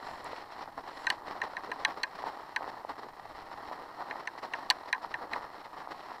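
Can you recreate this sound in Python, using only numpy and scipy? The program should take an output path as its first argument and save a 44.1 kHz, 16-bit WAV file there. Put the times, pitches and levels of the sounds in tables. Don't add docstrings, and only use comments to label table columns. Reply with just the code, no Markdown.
import sys
import numpy as np
from scipy import signal
from scipy.fft import rfft, irfft
from scipy.io import wavfile
from scipy.ndimage import uniform_filter1d

SR = 44100
rng = np.random.default_rng(int(sys.argv[2]) if len(sys.argv) > 2 else 0)


def wav_out(sig):
    wavfile.write(sys.argv[1], SR, np.round(np.clip(np.atleast_2d(sig).T, -1, 1) * 32767).astype(np.int16))


N = 273420
T = np.arange(N) / SR


def amp(db):
    return 10 ** (np.asarray(db) / 20)


def unit(x):
    return x / np.sqrt(np.mean(x ** 2) + 1e-20)


def add(mix, s, sound):
    part = mix[max(round(s * SR), 0):][:len(sound)]
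    part += sound[:len(part)]


def colour(x, spectrum, tilt_db=0, size=4096):
    hz, db = np.transpose(spectrum)
    tilted_db = db + tilt_db * np.log2(hz / hz[0])
    octave = np.log2(np.fft.rfftfreq(size, 1 / SR) + 1)
    log_gain = np.log(amp(np.interp(octave, np.log2(hz), tilted_db)))
    circle = np.concatenate([log_gain, log_gain[-2:0:-1]])
    response = np.fft.ifft(np.exp(np.conj(signal.hilbert(circle)))).real
    return signal.oaconvolve(x, response[:size // 2])[:len(x)]


def wander(hz):
    fade = np.exp(-(np.fft.rfftfreq(N, 1 / SR) / hz) ** 2)
    return unit(irfft(rfft(rng.standard_normal(N)) * fade, N))


def grains(per_s, spread_db):
    size = amp(spread_db * np.minimum(rng.exponential(1, N), 4))
    polarity = rng.choice([-1, 1], N)
    return size * polarity * (rng.random(N) < per_s / SR)


def swell(at, db, length, rise=0.31):
    phase = (T - at) / length
    near = (phase > -rise) & (phase < 1 - rise)
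    side = np.where(phase[near] < 0, rise, 1 - rise)
    gain = np.zeros(N)
    gain[near] = np.cos(np.pi / 2 * phase[near] / side) ** 2
    return amp(db) * gain


# t/s, dull crunch level/dB, icy grit level/dB before trim
ROLLING_BED = [(0.0, -47, -56.5), (0.45, -49, -59), (0.75, -53.5, -65.5), (1.0, -46.5, -53.5),
               (1.22, -48, -65), (1.45, -47, -59.5), (2.1, -47.5, -58), (2.6, -48, -60.0),
               (3.15, -53.5, -64), (3.7, -47, -60.0), (4.3, -50.5, -61.5), (4.6, -46, -60), (5.7, -52, -64),
               (6.2, -47.5, -60.0)]
# t/s at its height, level/dB, length/s, grit level/dB relative to crunch
RIDGE_CRUSHES = [(0.05, -45, 0.091, -9), (0.07, -44.5, 0.35, -12), (0.27, -41.5, 0.16, -10),
                 (0.356, -45.5, 0.17, -6), (0.522, -48, 0.059, -4.5), (0.595, -43, 0.15, -9.5),
                 (0.683, -42.5, 0.058, -22), (0.786, -41.5, 0.083, -15.5), (0.882, -41, 0.095, -10.5),
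                 (0.978, -45.5, 0.202, -15), (1.025, -47, 0.074, -6), (1.103, -43.5, 0.15, -8),
                 (1.272, -42.0, 0.064, -7.5), (1.31, -41, 0.091, -12), (1.354, -43.5, 0.13, -14),
                 (1.44, -40, 0.083, -11.5), (1.523, -44.5, 0.16, -13), (1.641, -45.5, 0.088, -10.5),
                 (1.713, -42.5, 0.13, -14), (1.806, -42.0, 0.116, -11), (1.887, -39, 0.09, -12.5),
                 (1.977, -36, 0.027, -14), (2.157, -40.5, 0.039, -13), (2.194, -41.5, 0.1, -12),
                 (2.272, -38, 0.1, -13), (2.352, -45.5, 0.243, -14.5), (2.637, -46.5, 0.33, -18),
                 (2.682, -39, 0.064, -10.5), (2.793, -47, 0.11, -19), (2.899, -36.5, 0.055, -13.5),
                 (2.989, -41, 0.048, -12), (3.03, -43.5, 0.091, -12), (3.088, -41, 0.016, -12.5),
                 (3.203, -49.5, 0.18, -14), (3.301, -46, 0.06, -11), (3.371, -49.5, 0.16, -8.5),
                 (3.524, -44.5, 0.079, -11), (3.597, -42.5, 0.092, -18), (3.662, -44.5, 0.11, -10),
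                 (3.726, -40, 0.051, -12), (3.783, -47, 0.23, -15), (3.999, -40.5, 0.1, -14.5),
                 (4.089, -42, 0.17, -15), (4.178, -42.5, 0.18, -13.5), (4.383, -44.5, 0.04, -6),
                 (4.44, -38.5, 0.077, -10.5), (4.559, -44.5, 0.2, -10), (4.724, -49.5, 0.36, -8),
                 (4.884, -49.0, 0.035, -4), (5.03, -42.5, 0.073, -10), (5.109, -44.5, 0.053, -10),
                 (5.193, -44, 0.2, -17), (5.333, -37, 0.16, -14.5), (5.425, -42, 0.12, -14),
                 (5.547, -45.5, 0.27, -12.5), (5.648, -45, 0.04, -8), (5.735, -44.5, 0.055, -14),
                 (5.79, -43.5, 0.16, -12.5), (5.914, -37.5, 0.037, -10.5), (6.01, -50, 0.41, -7.5),
                 (6.099, -41.5, 0.041, -15)]


def crushing():
    s, dull_db, icy_db = np.transpose(ROLLING_BED)
    dull_power = amp(np.interp(T, s, dull_db)) ** 2
    icy_power = amp(np.interp(T, s, icy_db)) ** 2
    for at, db, length, gritty_db in RIDGE_CRUSHES:
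        power = swell(at, db, length) ** 2
        dull_power = dull_power + power
        icy_power = icy_power + power * amp(gritty_db) ** 2
    return np.sqrt(dull_power), np.sqrt(icy_power)


# f/Hz, relative level/dB per Hz
CRUNCH_TONE = [(40, -28.5), (130, -19.5), (210, -15), (290, -7), (420, -8), (570, -6.5), (780, 0.5),
               (980, 0.5), (1250, -4.5), (1520, -11.5), (1900, -11), (2250, -43), (3200, -52), (8000, -46)]
# f/Hz, relative level/dB per Hz
GRIT_TONE = [(900, -17), (1600, -3), (1950, 11), (2350, 4), (2800, 2), (3150, 2.5), (3500, -0.5),
             (4200, 6.5), (4750, -0.5), (5450, 1), (6200, -14), (7400, -17.5), (9500, -20.5),
             (15000, -39.5)]


def tyres(dull, icy, clump_db=2.0, clump_hz=75, grit_trim_db=-1, shared=0.74, crust_db=-8):
    clumps = amp(clump_db * wander(clump_hz))
    breaks = unit(grains(per_s=4500, spread_db=2.5) * clumps)
    breaks = breaks + amp(crust_db) * unit(grains(per_s=35, spread_db=1.8))
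    crystals = unit(grains(per_s=6800, spread_db=4.5) * clumps)
    crunch = dull * unit(colour(breaks, CRUNCH_TONE))
    grit = icy * unit(colour(crystals + shared * breaks, GRIT_TONE))
    return crunch + amp(grit_trim_db) * grit


# t/s, level/dB before trim and roughness
WIND_LEVEL = [(0, -62), (1.75, -65), (2.0, -66.5), (3.05, -64), (3.3, -59), (4.2, -69.5), (5.3, -64.5),
              (6.2, -69)]
# f/Hz, relative level/dB per Hz
WIND_TONE = [(15, 0.5), (40, -3.5), (90, -5), (170, -4.5), (350, -14.5), (1000, -60)]


def rumble(dull, trim_db=-1, gust_db=2, follow=0.43):
    roughness = unit(uniform_filter1d(dull, size=5000)) ** follow
    level = roughness * amp(trim_db + np.interp(T, *np.transpose(WIND_LEVEL)))
    gusts = amp(gust_db * wander(hz=21))
    return level * unit(colour(rng.standard_normal(N), WIND_TONE) * gusts)


# f/Hz, relative level/dB per Hz
HISS_TONE = [(300, 0), (2500, 0), (7000, 0), (10000, -1), (14900, 0), (15600, -25)]
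TICK_STARTS = (.02235, .02335)


def hiss(level_db=-74.5, apart_db=-15, tick_db=-52, pictures_per_s=29.968):
    common, apart = (unit(colour(noise, HISS_TONE)) for noise in rng.standard_normal((2, N)))
    apart = unit(np.gradient(apart))
    ticks = np.zeros(N)
    for first in TICK_STARTS:
        moments = np.arange(first, T[-1], 1 / pictures_per_s)
        ticks[(moments * SR).astype(int)] = amp(tick_db)
    return ticks + amp(level_db) * (common + amp(apart_db) * np.array([apart, -apart]))


# t/s at the height, level/dB, length/s
ICE_SHOWERS = [(0.092, -73, 0.25), (1.003, -75, 0.33)]
# f/Hz, relative level/dB per Hz
ICE_TONE = [(2000, -30), (5500, -21), (7400, 6), (8600, -10), (10000, -3), (14000, -25), (16000, -27)]


def spray(icy, with_grit_db=-26, chip_at_s=0.2438, chip_db=-46, chip_decay_s=0.0013):
    crystals = unit(colour(grains(per_s=5000, spread_db=3), ICE_TONE))
    level = amp(with_grit_db) * icy + sum(swell(*row) for row in ICE_SHOWERS)
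    chip_decay = (T > chip_at_s) * np.exp(-abs(T - chip_at_s) / chip_decay_s)
    chip = amp(chip_db) * chip_decay * unit(colour(rng.standard_normal(N), ICE_TONE))
    return level * crystals + chip


# t/s at the middle, peak level/dB before trim, pitch f/Hz
LUMP_BURSTS = [(.028, -30.5, 1010), (.333, -25.5, 820), (1.1425, -31.5, 865), (2.2405, -21, 850),
               (2.2851, -29, 1000), (2.6092, -25, 830), (2.6227, -27, 870), (2.6786, -23, 895),
               (2.8498, -23.5, 780), (3.0434, -34, 870), (3.0678, -34, 694), (3.1991, -36.5, 890),
               (3.541, -30, 980), (3.7143, -27, 730), (4.026, -26.5, 1020), (4.1583, -27.5, 920),
               (4.3552, -33, 940), (4.3785, -30, 920), (5.048, -23, 1010), (5.8745, -26, 950),
               (6.1184, -27, 950)]


def pops(cycles=0.73, trim_db=-1):
    out = np.zeros(N)
    t = np.arange(-SR // 200, SR // 200) / SR
    for s, db, hz in LUMP_BURSTS:
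        bell = np.exp(-(t * hz / cycles) ** 2)
        add(out, s + t[0], amp(db + trim_db) * bell * np.cos(2 * np.pi * hz * t))
    return out


# t/s at the middle, level/dB
LOW_SWELLS = [(.325, -50), (1.691, -43.5), (1.98, -52.5), (3.051, -49), (3.79, -54), (4.10, -59),
              (5.25, -50)]
# f/Hz, relative level/dB per Hz
LOW_SWELL_TONE = [(80, -22), (200, -7), (290, 1), (480, 3.5), (750, -7), (1500, -21), (4000, -56)]


def low_swells(length_s=0.024):
    level = sum(amp(db) * np.exp(-((T - s) / length_s) ** 2) for s, db in LOW_SWELLS)
    return level * unit(colour(grains(per_s=1900, spread_db=4), LOW_SWELL_TONE))


def rattle(blows, level_db=-12, start_s=0.0029, decay_s=0.0057, per_s=1200, soft_hz=2300):
    out = np.zeros(N)
    t = np.arange(SR // 10) / SR
    soften = signal.butter(2, soft_hz, fs=SR)
    for s, blow in blows:
        hits = rng.standard_normal(len(t)) * (rng.random(len(t)) < per_s / SR)
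        repeats = hits * (t > start_s) * np.exp(-t / decay_s)
        repeats = signal.lfilter(*soften, repeats / (np.linalg.norm(repeats) + 1e-9))
        add(out, s, blow)
        add(out, s, amp(level_db) * signal.fftconvolve(blow, repeats))
    return out


# t/s, level/dB before trim, brightness/dB per octave
PART_KNOCKS = [(1.068, -16.5, 0.5), (1.1012, -15.5, 0.5), (1.416, -20.5, -0.5), (1.5671, -25.5, -1),
               (1.7154, -24.5, 1), (1.8487, -11, 1.5), (2.0339, -16, 1.5), (2.561, -17, 1.5),
               (4.109, -25.5, -4), (4.2728, -22, 0.5), (4.5355, -21.5, -2.5), (4.7019, -21, -9.5),
               (4.7075, -20.5, 8), (4.9274, -13.5, 2), (4.946, -27.5, -8), (5.14, -22.5, -2.5),
               (5.3326, -23, 0)]
# f/Hz, level/dB before brightness and unevenness, t60/s
PART_MODES = [(800, -13, 0.039), (875, -15.5, 0.064), (1015, -10.5, 0.056), (1094, -23.5, 0.095),
              (1574, -13, 0.06), (1688, -6, 0.04), (1819, 7.5, 0.017), (2127, -1, 0.017),
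              (2457, -10, 0.022), (2734, -0.5, 0.0092), (3234, -23.5, 0.026), (4047, -5, 0.012),
              (4460, -24, 0.013), (5220, -11, 0.004), (6050, -13, 0.0072), (8500, -9.5, 0.0033),
              (10850, -25, 0.0033), (13600, -32, 0.0034)]


def knocks(rise_s=0.0023, pivot_hz=1900, detune=0.011, uneven_db=2.28, trim_db=1.5):
    blows = []
    t = np.arange(SR // 5)[:, None] / SR
    hz, mode_db, t60 = np.transpose(PART_MODES)
    rise = 1 - np.exp(-(t / rise_s) ** 2 * hz / pivot_hz)
    envelope = rise * np.exp(-np.log(1000) * t / t60)
    chances = rng.standard_normal((len(PART_KNOCKS), 2, len(hz)))
    for (s, db, bright_db), (sharp, strong) in zip(PART_KNOCKS, chances):
        tilt_db = bright_db * np.log2(hz / pivot_hz)
        heights = amp(trim_db + db + mode_db + uneven_db * strong + tilt_db)
        ring = np.sin(2 * np.pi * hz * (1 + detune * sharp) * t)
        blows.append((s, (heights * envelope * ring).sum(1)))
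    return rattle(blows)


# f/Hz, relative level/dB per Hz before brightness
SNAP_TONE = [(700, -26), (1700, -0.5), (2700, 3.5), (4500, -3.5), (7000, -16), (12000, -24.5), (16000, -38)]


def snaps(re_knock_db=-8, rise_s=0.0015, decay_s=0.0013):
    out = np.zeros(N)
    t = np.arange(SR // 20) / SR
    envelope = (1 - np.exp(-(t / rise_s) ** 2)) * np.exp(-t / decay_s)
    noises = rng.standard_normal((len(PART_KNOCKS), len(t)))
    for (s, db, bright_db), noise in zip(PART_KNOCKS, noises):
        scrape = unit(colour(noise, SNAP_TONE, bright_db))
        add(out, s, amp(db + re_knock_db) * envelope * scrape)
    return out


# t/s, level/dB, ring brightness/dB per octave, chatter level/dB before its decay
METAL_CLACKS = [(1.1019, -24.5, -14, -1.5), (1.106, -45, -8, -8), (1.849, -30, -12, -17),
                (2.0324, -26, 2, -11), (2.562, -35, -6, -14), (4.7012, -14.5, 4.5, -8),
                (4.7073, -26, -1, -11)]
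# f/Hz, level/dB before brightness, t60/s
METAL_MODES = [(2460, -14, 0.016), (2964, -2, .018), (3400, -7, 0.019), (4210, 8.5, 0.0074),
               (4520, -0.5, 0.022), (5600, -14.5, 0.02), (5570, -23, 0.013), (5820, -8.5, 0.01),
               (7600, -12, 0.0095), (8500, -29, 0.0077)]
# f/Hz, relative level/dB per Hz
CHATTER_TONE = [(700, 0), (2500, 12.5), (4500, -5), (7000, 1), (11000, -3), (14000, -8), (16000, -7)]


def clacks(rise_s=0.00038, chatter_s=0.0019, pivot_hz=4200):
    out = np.zeros(N)
    t = np.arange(SR // 10) / SR
    hz, mode_db, t60 = np.transpose(METAL_MODES)[:, :, None]
    decay = np.exp(-np.log(1000) * t / t60)
    rise = 1 - np.exp(-t / rise_s)
    for s, db, bright_db, chatter_db in METAL_CLACKS:
        heights = amp(mode_db + bright_db * np.log2(hz / pivot_hz))
        waves = np.sin(2 * np.pi * (hz * t + rng.random(hz.shape)))
        ring = (heights * decay * waves).sum(0)
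        chatter = unit(colour(rng.standard_normal(len(t)), CHATTER_TONE)) * np.exp(-t / chatter_s)
        add(out, s, amp(db) * rise * (ring + amp(chatter_db) * chatter))
    return out


def scene():
    dull, icy = crushing()
    snow = tyres(dull, icy) + spray(icy) + pops() + low_swells()
    bike = knocks() + snaps() + clacks()
    lead = .08 * np.gradient(bike)
    return snow + rumble(dull) + hiss() + np.array([bike + lead, bike - lead])


def record(dry, edge_hz=15700):
    lowpass = signal.firwin(301, edge_hz, window=("kaiser", 8), fs=SR)
    return signal.oaconvolve(dry, lowpass[None], "same", axes=1)


dry = scene()
out = record(dry)
wav_out(out)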